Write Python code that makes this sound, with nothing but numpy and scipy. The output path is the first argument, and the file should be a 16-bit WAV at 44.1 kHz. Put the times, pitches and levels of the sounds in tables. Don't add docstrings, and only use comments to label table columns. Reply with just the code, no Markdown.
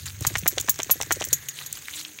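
import sys
import numpy as np
from scipy import signal
from scipy.io import wavfile
from scipy.ndimage import uniform_filter1d

SR = 44100
rng = np.random.default_rng(int(sys.argv[2]) if len(sys.argv) > 2 else 0)


def waveform_to_disk(signal):
    frames = np.transpose(np.atleast_2d(signal))
    scaled = np.clip(frames, -1, 1) * 32767
    samples = np.round(scaled).astype(np.int16)
    wavfile.write(sys.argv[1], SR, samples)


N = 97020
T = np.arange(N) / SR

# start_s, level_db, pitch_hz
BRANCH_KNOCKS = [(0.2504, -8.5, 1680), (.2536, -26, 1700), (0.355, -6.5, 2000), (.3598, -9, 2090),
                 (0.46, -11.5, 1280), (0.466, -9, 1760), (0.573, -26.5, 390), (.5768, -24, 597),
                 (0.5827, -4, 2850), (.684, -17.5, 1550), (0.6871, -7, 1600), (0.7937, -25.5, 460),
                 (0.7972, -17.5, 1110), (.8018, -8, 2280), (0.8965, -16.5, 1010), (0.9024, -9.5, 2340),
                 (1.0032, -21, 910), (1.0105, -25.5, 786), (1.0146, -9, 2920), (1.1085, -8, 1440),
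                 (1.1141, -4.5, 1730), (1.213, -20, 730), (1.2196, -11, 2500), (1.2248, -11, 2390)]
# frequency_hz, level_db
KNOCK_SPECTRUM = [(60, -18.5), (200, -5.5), (750, -0.5), (1200, -3.5), (2500, -2.5), (3600, 5.5),
                  (4700, -0.5), (6500, 14), (12000, -1.5)]
def knocks(scuff_s=.0025, scuff_db=-12, rattle_t60=.034, rattle_db=-3.5):
    out, t, ring = np.zeros(N), T[:SR // 8], body(KNOCK_SPECTRUM)
    lead = SR // 100
    for start, db, hz in BRANCH_KNOCKS:
        rattle = unit_energy(grit(len(t)) * decay(t, rattle_t60))
        scuff = unit_energy(grit(lead) * np.exp(-t[:lead] / scuff_s)[::-1])
        push = np.r_[amp(scuff_db) * scuff, -1, amp(rattle_db) * rattle]
        blow = contact(ring, hz)
        add(out, start - lead / SR, amp(db) * signal.fftconvolve(push, blow) / abs(blow).max())
    return out


def contact(x, hz, wood_hz=1955, width_octaves=.24):
    q = 1.2 + 2.85 * np.exp(-(np.log2(hz / wood_hz) / width_octaves) ** 2)
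    radius = np.exp(-np.pi * hz / q / SR)
    return signal.lfilter([1], [1, -2 * radius * np.cos(2 * np.pi * hz / SR), radius ** 2], x)


# start_s, level_db, chatter_s, tilt_db_per_octave, low_ring_db, middle_ring_db, high_ring_db
METAL_CLINKS = [(0.267, -16, 0.0039, 0, -25, -8, -1), (0.382, -25.5, 0.0021, -1.5, -23, -17, 8),
                (0.4762, -17.5, 0.0072, 1, -24, 1.5, 8), (0.5991, -24.5, 0.0018, -3.5, -8, -28, 3),
                (0.694, -13, 0.0046, 2, -10, -8, 8), (0.9093, -16.5, 0.0011, 3, -18, -2.5, 4),
                (0.9134, -15.5, 0.0015, 2, -24, 2.5, -1), (1.1214, -17, 0.0022, -0.5, 2, -22, 0),
                (1.1250, -19, 0.0013, 8, -9, -20, -5), (1.249, -25, 0.0022, 2, -22, -20, 4),
                (1.3290, -10.5, 0.00078, 0.5, 0, -28, -18), (1.3314, -29.5, .004, 13, 5, 5.5, -16),
                (1.4858, -24.5, 0.00062, 2.5, 2, -14, -20), (1.661, -31.5, 0.0019, -1.5, 5.5, -4, -23)]
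# frequency_hz, level_db
CHATTER_SPECTRUM = [(900, -21.5), (2000, -16), (4200, -8.5), (5000, -12), (6000, -1), (6900, 5), (7700, -3),
                    (10000, -9), (14000, -7)]
# pitch_hz, level_db, t60_s, group (0 low, 1 middle, 2 high)
METAL_MODES = [(6300, 2.5, 0.029, 0), (6470, 0, 0.035, 0), (6820, -0.5, 0.06, 0), (8120, -8, 0.038, 0),
               (11720, 8.5, 0.058, 1), (11780, -2, 0.055, 1), (15700, -0.5, 0.051, 2)]
def clinks(detune=.0024, ring_rise_s=.0026, shimmer_hz=11730, shimmer_width_hz=70, shimmer_db=-38):
    out, t = np.zeros(N), T[:SR // 2]
    rise = 1 - np.exp(-t / ring_rise_s)
    for start, db, chatter_s, tilt, *ring_db in METAL_CLINKS:
        chatter = burst(rise_s=.0005, hold_s=chatter_s, t60=.041)
        add(out, start, amp(db) * colour(chatter, CHATTER_SPECTRUM, tilt))
        for hz, mode_db, t60, group in METAL_MODES:
            pitch = hz * (1 + detune * rng.uniform(-1, 1))
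            jitter = unit_rms(uniform_filter1d(grit(len(t)), 70)) / 2
            ring = rise * decay(t, t60) * np.sin(2 * np.pi * pitch * t + jitter)
            add(out, start, amp(db + mode_db + ring_db[round(group)]) * ring)
        shimmer = unit_rms(resonance(grit(len(t)), shimmer_hz, shimmer_hz / shimmer_width_hz))
        add(out, start, amp(db + shimmer_db) * shimmer * decay(t, t60=.8))
    return out


# start_s, level_db, tilt_db_per_octave
METAL_TICKS = [(0.2075, -24.5, 15), (0.2227, -27.5, 4.5), (0.3713, -25, 9), (.388, -18, 14),
               (0.477, -7.5, 20.5), (.58, -26, -2.5), (0.6107, -18.5, 12), (.789, -24, 0.5), (.831, -19, 7),
               (1.012, -20, 0.5), (1.023, -22, 10.5), (1.03, -23.5, -2), (1.2077, -25, -2),
               (1.24, -22.5, 3), (1.286, -27, 10.5), (1.7271, -18.5, 14.5)]
# frequency_hz, level_db
TICK_SPECTRUM = [(500, -16.5), (2000, -5), (4700, -12), (5800, 2.5), (6700, 0), (8200, -6), (10000, -20)]
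def ticks(t60=.011, shake_from_s=.205, shake_to_s=1.3, touches_per_s=80, touch_db=-37):
    out = np.zeros(N)
    for start, db, tilt in METAL_TICKS:
        tick = burst(rise_s=.0005, hold_s=.002, t60=t60)
        add(out, start, amp(db) * colour(tick, TICK_SPECTRUM, tilt))
    shaking = (T > shake_from_s) & (T < shake_to_s)
    touches = (rng.random(N) < touches_per_s / SR) * shaking * rng.uniform(.5, 2, N)
    envelope = signal.lfilter([1], [1, -decay(1 / SR, t60)], touches)
    return out + amp(touch_db) * colour(envelope * grit(N), TICK_SPECTRUM)


# start_s, level_db, pitch_hz
WOOD_TAPS = [(0.4349, -27, 2400), (1.4871, -18.5, 2840), (1.589, -19, 3300), (1.884, -19.5, 1970),
             (2.05, -18, 3370), (2.188, -22.5, 2610)]
def taps(q=1.45, rattle_t60=.025, rattle_db=-3.5):
    out, t = np.zeros(N), T[:SR // 16]
    for start, db, hz in WOOD_TAPS:
        rattle = unit_energy(grit(len(t)) * decay(t, rattle_t60))
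        push = np.r_[1, amp(rattle_db) * rattle]
        tap = resonance(resonance(push, hz, q), hz, q)
        add(out, start, amp(db) * tap / abs(tap).max())
    return out


# start_s, level_db
SWING_THUDS = [(.208, -34), (.303, -34), (.424, -44.5), (.524, -40.5), (.641, -43.5), (.858, -42.5),
               (0.954, -36), (1.064, -42.5), (1.163, -36), (1.268, -37.5), (1.322, -36.5)]
# frequency_hz, level_db
THUD_SPECTRUM = [(150, -19.5), (330, 0), (560, -6.5), (950, -29)]
# start_s, level_db, pitch_hz
HANDLING_BUMPS = [(.214, -23, 107), (0.27, -23, 120), (0.334, -27, 101), (.366, -24.5, 97),
                  (0.431, -29, 162.4), (0.602, -31, 79.5), (.682, -34, 242.5)]
def handling(bump_s=.0031):
    out, t = np.zeros(N), T[:SR // 8]
    for start, db in SWING_THUDS:
        thud = burst(rise_s=.0015, hold_s=.006, t60=.04)
        add(out, start, amp(db) * colour(thud, THUD_SPECTRUM))
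    swell = (t / bump_s / 2) ** 2 * np.exp(2 - t / bump_s)
    for start, db, hz in HANDLING_BUMPS:
        add(out, start, amp(db) * swell * np.sin(2 * np.pi * hz * t))
    return out


# frequency_hz, level_db
RUSTLE_SPECTRUM = [(200, -30), (1000, -6.5), (1600, -3), (4000, 2), (5200, -3.5), (7000, 2), (10000, -6)]
# time_s, level_db
RUSTLE_SWELLS = [(0, -41.5), (.053, -50), (.058, -30.5), (.12, -45.5), (.2, -50), (.235, -38.5), (.41, -46),
                 (1.55, -46), (1.6, -35.5), (1.69, -48.5), (1.765, -37), (1.81, -44.5), (1.99, -34.5),
                 (2.06, -42.5), (2.13, -48.5)]
def rustle(grains_per_s=18000, spread_db=4.5, flutter_db=4):
    grains = rng.standard_normal(N) * (rng.random(N) < grains_per_s / SR)
    grains *= amp(spread_db * np.minimum(rng.exponential(1, N), 4))
    spectra = signal.stft(colour(grains, RUSTLE_SPECTRUM), nperseg=256)[2]
    across_pitch = uniform_filter1d(rng.standard_normal(spectra.shape), size=9, axis=0)
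    patches = unit_rms(uniform_filter1d(across_pitch, size=4, axis=1))
    sliding = signal.istft(spectra * amp(flutter_db * patches), nperseg=256)[1][:N]
    return unit_rms(sliding) * level_curve(RUSTLE_SWELLS)


# frequency_hz, level_db
SCATTER_SPECTRUM = [(1100, -13), (1900, -3), (3200, -1), (7000, -0.5)]
def yard(x, scatter_db=-19):
    tail = colour(burst(rise_s=.01, hold_s=.0039, t60=.15), SCATTER_SPECTRUM)
    return amp(scatter_db) * signal.fftconvolve(x, unit_energy(tail))[:N]


# frequency_hz, level_db
RUMBLE_SPECTRUM = [(25, -30), (55, 1), (100, 7), (200, -11), (2000, -86)]
# time_s, level_db
RUMBLE_SWELLS = [(0, -40.5), (.42, -45), (.92, -55.5), (1.03, -47), (1.35, -45.5), (1.53, -68),
                 (1.62, -56.5), (2.2, -63.5)]
# middle_s, half_length_s, level_db, pitch_hz, width_hz
FAINT_BANDS = [(1.245, 0.31, -49.5, 1860, 580), (1.08, 0.49, -52, 139, 22), (2.01, 0.078, -57.5, 305, 16)]
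# frequency_hz, level_db
HISS_SPECTRUM = [(30, -23), (130, 3), (430, -0.5), (1050, -17), (1700, 0), (3400, -10), (5100, -16),
                 (6600, 9), (7800, -20), (11000, -21), (15000, -2)]
def outdoors(low_cut_hz=45, hiss_db=-47.5):
    low_cut = signal.butter(4, low_cut_hz, "high", fs=SR, output="sos")
    rumble = signal.sosfilt(low_cut, colour(rng.standard_normal(N), RUMBLE_SPECTRUM))
    out = unit_rms(rumble) * level_curve(RUMBLE_SWELLS)
    for middle, half, db, hz, width in FAINT_BANDS:
        band = resonance(resonance(rng.standard_normal(N), hz, hz / width), hz, hz / width)
        out += amp(db) * unit_rms(band) * np.exp(-((T - middle) / half) ** 2 / 2)
    return out + amp(hiss_db) * unit_rms(colour(rng.standard_normal(N), HISS_SPECTRUM))


def body(spectrum, tilt=0, size=4096):
    hz = np.maximum(abs(np.fft.fftfreq(size, 1 / SR)), 10)
    points_hz, points_db = np.transpose(spectrum)
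    db = np.interp(np.log(hz), np.log(points_hz), points_db) + tilt * np.log2(np.maximum(hz, 300))
    minimum_phase = np.exp(np.conj(signal.hilbert(np.log(amp(db)))))
    return unit_energy(np.fft.ifft(minimum_phase).real[:size // 2])


def colour(x, spectrum, tilt=0):
    return signal.fftconvolve(x, body(spectrum, tilt))[:len(x)]


def resonance(x, hz, q):
    return signal.lfilter(*signal.iirpeak(hz, max(q, .6), SR), x)


def grit(count):
    return rng.choice([-1., 1.], count)


def burst(rise_s, hold_s, t60):
    t = T[:SR // 5]
    return grit(len(t)) * np.minimum(t / rise_s, 1) * decay(np.maximum(t - hold_s, 0), t60)


def decay(t, t60):
    return amp(-60 * t / t60)


def level_curve(points):
    return amp(np.interp(T, *np.transpose(points)))


def amp(db):
    return 10 ** (np.asarray(db) / 20)


def unit_rms(x):
    return x / np.sqrt(np.mean(x ** 2) + 1e-20)


def unit_energy(x):
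    return x / np.linalg.norm(x)


def add(mix, start_s, sound):
    part = mix[max(round(start_s * SR), 0):][:len(sound)]
    part += sound[:len(part)]


def scene():
    rattle = knocks() + clinks() + ticks() + taps()
    return (rattle + yard(rattle) + handling() + rustle() + outdoors())[None]


def record(dry):
    edge_hz = 15950
    low_pass = signal.firwin(401, edge_hz, window=("kaiser", 8), fs=SR)
    return signal.oaconvolve(dry, low_pass[None], "same")


dry = scene()
out = record(dry)
waveform_to_disk(out)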